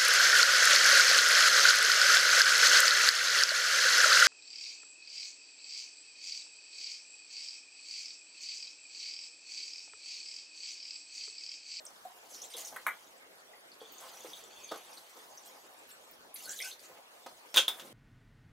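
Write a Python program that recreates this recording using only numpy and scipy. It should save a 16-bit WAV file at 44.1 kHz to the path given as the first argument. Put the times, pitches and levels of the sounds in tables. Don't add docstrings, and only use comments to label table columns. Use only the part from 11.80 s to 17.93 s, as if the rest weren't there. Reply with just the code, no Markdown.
import sys
import numpy as np
from scipy import signal
from scipy.fft import rfft, irfft
from scipy.io import wavfile
from scipy.ndimage import uniform_filter1d

SR = 44100
rng = np.random.default_rng(int(sys.argv[2]) if len(sys.argv) > 2 else 0)


def to_wav(sig):
    pcm = np.clip(np.atleast_2d(sig), -1, 1) * 32767
    pcm = np.round(pcm).astype(np.int16)
    wavfile.write(sys.argv[1], SR, pcm.T)


def gain_from_db(level_db):
    decades = np.asarray(level_db, float) / 20
    return 10 ** decades


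N = 270288

# pitch_hz, relative density_db (per Hz)
AIR_COLOUR = [(15, -40), (25, -28.5), (157, -23), (229, -15.5), (516, -6.5), (775, -8), (3920, -17.5),
              (6740, -25), (16000, -32)]
# pitch_hz, correlation (-1 to 1)
AIR_LIKENESS = [(60, -0.17), (240, 0.88), (950, -0.14), (3770, -0.85), (15000, -0.37)]
# time_s, level_db
FLOW = [(0, -63.5), (1.0, -60), (1.5, -67), (1.97, -66.5), (2.25, -57.5), (2.5, -54), (2.7, -62.5),
        (3.2, -59.5), (3.95, -63.5), (5.2, -69), (5.5, -62), (6.13, -66.5)]
# start_s, hold_s, level_db
SURGES = [(.49, 0.17, -57), (.615, 0.026, -52.5), (.70, 0.093, -51.5), (.766, 0.055, -46),
          (.848, 0.03, -45.5), (3.13, 0.0076, -53.5), (3.36, 0.016, -57), (3.65, 0.03, -55.5),
          (4.09, 0.012, -55.5), (4.556, 0.12, -50), (4.68, 0.12, -47.5), (4.797, 0.1, -45.5),
          (4.99, 0.067, -59), (6.04, 0.032, -54.5)]
# pitch_hz, relative density_db (per Hz)
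SPRAY_COLOUR = [(1180, -74), (2000, -11), (2740, -10.5), (6420, -7.5), (14200, -14), (16000, -23.5)]
# start_s, hold_s, level_db
SLOSH_SWELLS = [(.77, 0.022, -47.5), (.92, 0.023, -52.5), (2.2, 0.061, -53), (2.55, 0.042, -56.5),
                (4.79, 0.066, -59), (5.02, 0.15, -59.5), (5.9, 0.081, -51.5)]
# pitch_hz, relative density_db (per Hz)
SLOSH_COLOUR = [(100, -11.5), (300, -12), (700, 5.5), (1500, -3.5), (3000, -12.5)]
# start_s, peak_db, pitch_hz
SPLASHES = [(0.0524, -35, 8260), (0.065, -37, 5800), (0.251, -36.5, 740), (0.6175, -32.5, 6150),
            (0.738, -35, 3520), (0.7683, -35.5, 9180), (0.783, -36.5, 7460), (0.8483, -33.5, 6080),
            (0.872, -37, 5540), (1.734, -50.5, 2020), (1.917, -44, 4500), (2.12, -42, 14800),
            (2.1814, -40, 6680), (2.209, -42, 11700), (2.37, -45, 6140), (2.405, -38.5, 6570),
            (2.533, -36.5, 3620), (2.6384, -45, 7400), (2.974, -44, 10900), (3.1306, -45.5, 4860),
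            (3.1734, -40.5, 4310), (3.5745, -40.5, 5930), (3.9893, -49.5, 7540), (4.114, -44, 7840),
            (4.312, -42.5, 14750), (4.542, -33, 10900), (4.559, -41, 4370), (4.657, -35.5, 10400),
            (4.6927, -28.5, 6500), (4.706, -31.5, 7370), (4.762, -38, 6330), (4.79, -32.5, 3450),
            (4.802, -33, 2196), (4.823, -29.5, 5200), (4.912, -38, 3920), (4.993, -45.5, 4680)]
# start_s, length_s, midway level_db, first_hz, last_hz
GURGLES = [(0.487, 0.14, -52, 6600, 5090), (2.753, 0.16, -59.5, 2765, 2338),
           (4.656, 0.101, -49.5, 1450, 1750), (4.829, 0.059, -48, 1527, 1528)]
# start_s, peak_db, ring_over_rattle_db
THUDS = [(0.745, -40.5, 4), (2.014, -38.5, 3), (2.446, -37, 5), (2.9105, -33.5, -5), (2.9155, -25, -8.5),
         (2.939, -34, -31), (2.956, -37.5, -17), (3.365, -44.5, -3.5), (5.461, -34.5, -25)]
# pitch_hz, relative level_db, t60_s
COUNTER_MODES = [(309.5, -12.5, 0.13), (457, 3.5, 0.07)]
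# pitch_hz, relative density_db (per Hz)
COUNTER_RATTLE = [(88, -61.5), (150, -24.5), (805, -3.5), (1630, -15), (2400, -25), (3840, -21),
                  (16000, -33.5)]
# start_s, peak_db, ring_over_rattle_db
CUP_TAPS = [(0.962, -30.5, -3), (1.0655, -16, 1.5), (1.0805, -24, 7), (1.088, -24, 9)]
# pitch_hz, relative level_db, t60_s
CUP_MODES = [(890, -11, 0.029), (1250, -5.5, 0.022), (1490, -1.5, 0.026), (1987, -5, 0.055),
             (2224, -3, 0.026)]
# pitch_hz, relative density_db (per Hz)
CUP_RATTLE = [(180, -62), (450, -30), (870, -7.5), (2000, -3.5), (2610, -24.5), (3900, -23.5), (5000, -49),
              (6400, -30), (12700, -17.5), (16000, -31)]
# time_s, level_db
FILLING = [(2.0, -65.5), (2.4, -65.5), (2.9, -61), (3.6, -89)]
# pitch_hz, width_hz, relative level_db
CUP_AIR = [(3450, 270, 2.5), (4500, 98, -1.5), (6150, 440, -0.5)]
# start_s, peak_db, ring_over_rattle_db
CLACKS = [(5.742, -22.5, -8), (5.7705, -7.5, 2), (5.7765, -9, 3), (5.794, -28, 4), (5.9965, -35, -13)]
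# pitch_hz, relative level_db, t60_s
PITCHER_MODES = [(1043, -12.5, 0.38), (1520, -1, 0.076), (2716, 2, 0.1), (3270, 11, 0.059),
                 (3665, 8.5, 0.03), (6130, -0.5, 0.043)]
# pitch_hz, relative density_db (per Hz)
PITCHER_RATTLE = [(130, -38), (560, -1.5), (1020, -14), (1530, -3), (1760, -13.5), (3400, 1), (4410, -9.5),
                  (6510, -9), (16000, -22)]
# start_s, peak_db, ring_over_rattle_db
LID_SNAPS = [(5.76, -15.5, 1), (5.88, -13.5, 9)]
# pitch_hz, relative level_db, t60_s
LID_MODES = [(3530, 0, .011)]
# pitch_hz, relative density_db (per Hz)
LID_RATTLE = [(200, -16), (800, -3.5), (3400, -11), (5000, -11.5), (16000, -10.5)]
# start_s, hold_s, level_db
RUMBLES = [(6.01, .12, -58.5)]
# pitch_hz, t60_s
KITCHEN_DECAY = [(300, 0.18), (12000, 0.19)]

SLOSH_RISE_S, SLOSH_DRAIN_S = 0.0082, 0.051


def evened(x):
    return x / np.sqrt(np.mean(x ** 2) + 1e-20)


def read(points, hz):
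    f, value = np.transpose(points)
    return np.interp(np.log(hz + 1), np.log(f + 1), value)


def curve(rows):
    s, db = np.transpose(rows)
    return gain_from_db(np.interp(np.arange(N) / SR, s, db, -120, -120))


def add(mix, s, sound):
    part = mix[round(s * SR):][:len(sound)]
    part += sound[:len(part)]


def coloured(x, points):
    gain = gain_from_db(read(points, np.fft.rfftfreq(len(x), 1 / SR)))
    return irfft(rfft(x) * gain, len(x))


def smeared(x, bands, frames):
    x = uniform_filter1d(x, size=bands, axis=0)
    return evened(uniform_filter1d(x, size=frames, axis=1))


def patchy(patch_db, flicker_db):
    a, b, patches, wide = rng.standard_normal((N // 64 + 5, 129, 4)).T
    level_db = patch_db * smeared(patches, 4, 18) + flicker_db * smeared(wide, 50, 12)
    z = (a + 1j * b) * gain_from_db(level_db)
    return evened(signal.istft(z, nperseg=256, noverlap=192)[1][:N])


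def swells(rows, rise_s, drain_s):
    t, power = np.arange(SR) / SR, np.zeros(N)
    for s, hold_s, db in rows:
        drain = np.exp(-np.maximum(t - rise_s - hold_s, 0) / drain_s)
        shape = np.minimum(t / rise_s, 1) * drain
        add(power, s, (gain_from_db(db) * shape) ** 2)
    return power


def chirp(hz, t60, rise, attack):
    t = np.arange(round(t60 * SR) + 20) / SR
    envelope = (1 - np.exp(-t / attack)) * gain_from_db(-60 * t / t60)
    return envelope * np.sin(2 * np.pi * hz * (t + rise * t ** 2 / t60))


def blows(rows, modes, rattle, rattle_t60, push):
    out, t = np.zeros(N), np.arange(SR // 4) / SR
    split = 0.035
    for s, db, ring_db in rows:
        ring = np.zeros(len(t))
        for hz, level, t60 in modes:
            for apart in (-1, 0, 1.3):
                phase = hz * (1 + split * apart) * t + rng.random()
                ring += gain_from_db(level - 60 * t / t60) * np.sin(2 * np.pi * phase)
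        rough = coloured(rng.standard_normal(len(t)), rattle) * gain_from_db(-60 * t / rattle_t60)
        sound = (gain_from_db(ring_db) * evened(ring) + evened(rough)) * (1 - np.exp(-t / push))
        add(out, s, gain_from_db(db) * sound / abs(sound).max())
    return out


def air():
    level_db, patch_db = -57.5, 3.1
    hz = np.fft.rfftfreq(1024, 1 / SR)
    a, b, c, d, patches = rng.standard_normal((N // 256 + 5, 513, 5)).T
    same = np.clip(read(AIR_LIKENESS, hz), -1, 1)[:, None]
    left = a + 1j * b
    right = same * left + np.sqrt(1 - same ** 2) * (c + 1j * d)
    z = np.array([left, right])
    z *= gain_from_db(read(AIR_COLOUR, hz)[:, None] + patch_db * smeared(patches, 10, 10))
    return gain_from_db(level_db) * evened(signal.istft(z, nperseg=1024, noverlap=768)[1][:, :N])


def bubble_crowd():
    crowd = np.zeros(N)
    for hz in np.geomspace(2800, 14000, 24):
        born = rng.random(N) < 32 / SR
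        size = gain_from_db(4.0 * np.minimum(rng.exponential(1, N), 4)) * born
        bubble = evened(chirp(hz, 60 / hz + 0.015, 0.071, 0.0015))
        add(crowd, 0, signal.oaconvolve(size, bubble))
    return evened(crowd)


def spatter():
    drops = np.minimum(rng.exponential(1, N), 1.8) * (rng.random(N) < 260 / SR)
    envelope = signal.lfilter([1], [1, -np.exp(-1 / (0.0025 * SR))], drops)
    return evened(envelope * np.diff(rng.standard_normal(N + 1)))


def spray():
    flow = np.sqrt(curve(FLOW) ** 2 + swells(SURGES, 0.0012, 0.027))
    fizz = bubble_crowd() * gain_from_db(-8.5) + spatter() * gain_from_db(-5.0) + patchy(6, 2.65)
    return flow * evened(coloured(fizz, SPRAY_COLOUR))


def slosh():
    under_flow = gain_from_db(-2.5) * curve(FLOW)
    heave = np.sqrt(under_flow ** 2 + swells(SLOSH_SWELLS, SLOSH_RISE_S, SLOSH_DRAIN_S))
    return heave * evened(coloured(patchy(2.8, 2.2), SLOSH_COLOUR))


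def splashes(count=7):
    out = np.zeros(N)
    for s, db, hz in SPLASHES:
        burst = np.zeros(SR // 4)
        spread = 0.07 + 0.005 * max(db + 46, 0)
        fine = min(hz / 3000, 1)
        for k, (apart, late, size) in enumerate(rng.uniform(-1.1, 1, (count, 3))):
            place = 2 * (k + .5 + apart / 2) / count - 1
            pitch_hz = hz * (1 + fine * spread * place)
            strength = (size + np.sign(size + 1 - fine)) * gain_from_db(-9 * abs(late))
            bubble = chirp(pitch_hz, 18 / pitch_hz + .02, 0.033, 3 / hz)
            add(burst, 0.026 * fine * late ** 4, strength * bubble)
        burst /= abs(burst).max()
        tick = np.diff(rng.standard_normal(201)) * np.exp(-np.arange(200) / 45)
        add(burst, 0, gain_from_db(-17) * tick)
        add(out, s, gain_from_db(db) * burst)
    return out


def gurgles(share=0.14):
    out, ends_db = np.zeros(N), -12.5
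    for s, length, db, first_hz, last_hz in GURGLES:
        way = np.linspace(0, 1, round(length * SR))
        hz = first_hz + (last_hz - first_hz) * way
        width_hz = share * hz.mean() * np.sqrt(hz.mean() / 4000)
        keep = np.exp(-np.pi * width_hz / SR)
        noise = rng.standard_normal((len(hz), 2)) @ [1, 1j]
        wobble = signal.lfilter([1], np.poly([keep, keep]), noise)
        band = evened((wobble * np.exp(2j * np.pi * np.cumsum(hz) / SR)).real)
        arch = gain_from_db(db + ends_db * (2 * way - 1) ** 2)
        add(out, s, arch * band * signal.windows.tukey(len(hz), .2))
    return out


def counter_thuds():
    return blows(THUDS, COUNTER_MODES, COUNTER_RATTLE, rattle_t60=0.046, push=0.0039)


def cup_taps():
    return blows(CUP_TAPS, CUP_MODES, CUP_RATTLE, rattle_t60=0.059, push=0.00036)


def cup_air():
    patter, t = patchy(5.7, 0.33), np.arange(SR // 20) / SR
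    ring = np.zeros(N)
    for hz, width, db in CUP_AIR:
        resonance = np.exp(-np.pi * width * t) * np.sin(2 * np.pi * hz * t)
        ring += gain_from_db(db) * evened(signal.oaconvolve(patter, resonance)[:N])
    return curve(FILLING) * ring


def pitcher_clacks():
    return blows(CLACKS, PITCHER_MODES, PITCHER_RATTLE, rattle_t60=0.11, push=0.00022)


def lid_snaps():
    return blows(LID_SNAPS, LID_MODES, LID_RATTLE, rattle_t60=0.088, push=0.001)


def rumble():
    low_band = signal.butter(2, (157, 517), "band", fs=SR, output="sos")
    lumps = evened(signal.sosfilt(low_band, patchy(1.2, 0.8)))
    return np.sqrt(swells(RUMBLES, SLOSH_RISE_S, SLOSH_DRAIN_S)) * lumps


def kitchen(x):
    taps = np.zeros((2, SR // 2))
    slots = np.arange(160, SR // 2 - 20, 20)
    at = slots + rng.integers(0, 20, (2, len(slots)))
    np.put_along_axis(taps, at, rng.choice([-1., 1.], at.shape), 1)
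    hz, t, z = signal.stft(taps, SR, nperseg=256)
    decay = gain_from_db(-60 * t / read(KITCHEN_DECAY, hz)[:, None])
    tail = signal.istft(z * decay, SR, nperseg=256)[1]
    tail += 0.46 * uniform_filter1d(tail[::-1], size=5, axis=1)
    return signal.fftconvolve(x[None], tail / np.linalg.norm(tail[0]), axes=1)[:, :N]


def scene():
    water = spray() + slosh() + splashes() + gurgles() + cup_air()
    bodies = counter_thuds() + cup_taps() + pitcher_clacks() + lid_snaps() + rumble()
    no_bass = signal.butter(2, 170, "high", fs=SR, output="sos")
    near = signal.sosfilt(no_bass, water + bodies)
    direct = near * gain_from_db([[-1.5], [-1.2]])
    return direct + gain_from_db(-6.5) * kitchen(near) + air()


def top_cut(x):
    return signal.sosfilt(signal.butter(12, 16500, fs=SR, output="sos"), x)


def record(dry):
    edge = signal.firwin(511, 15800, window=("kaiser", 9), fs=SR)
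    mix = signal.oaconvolve(dry, edge[None], "same")
    return top_cut(mix)


dry = scene()
out = record(dry)
to_wav(out)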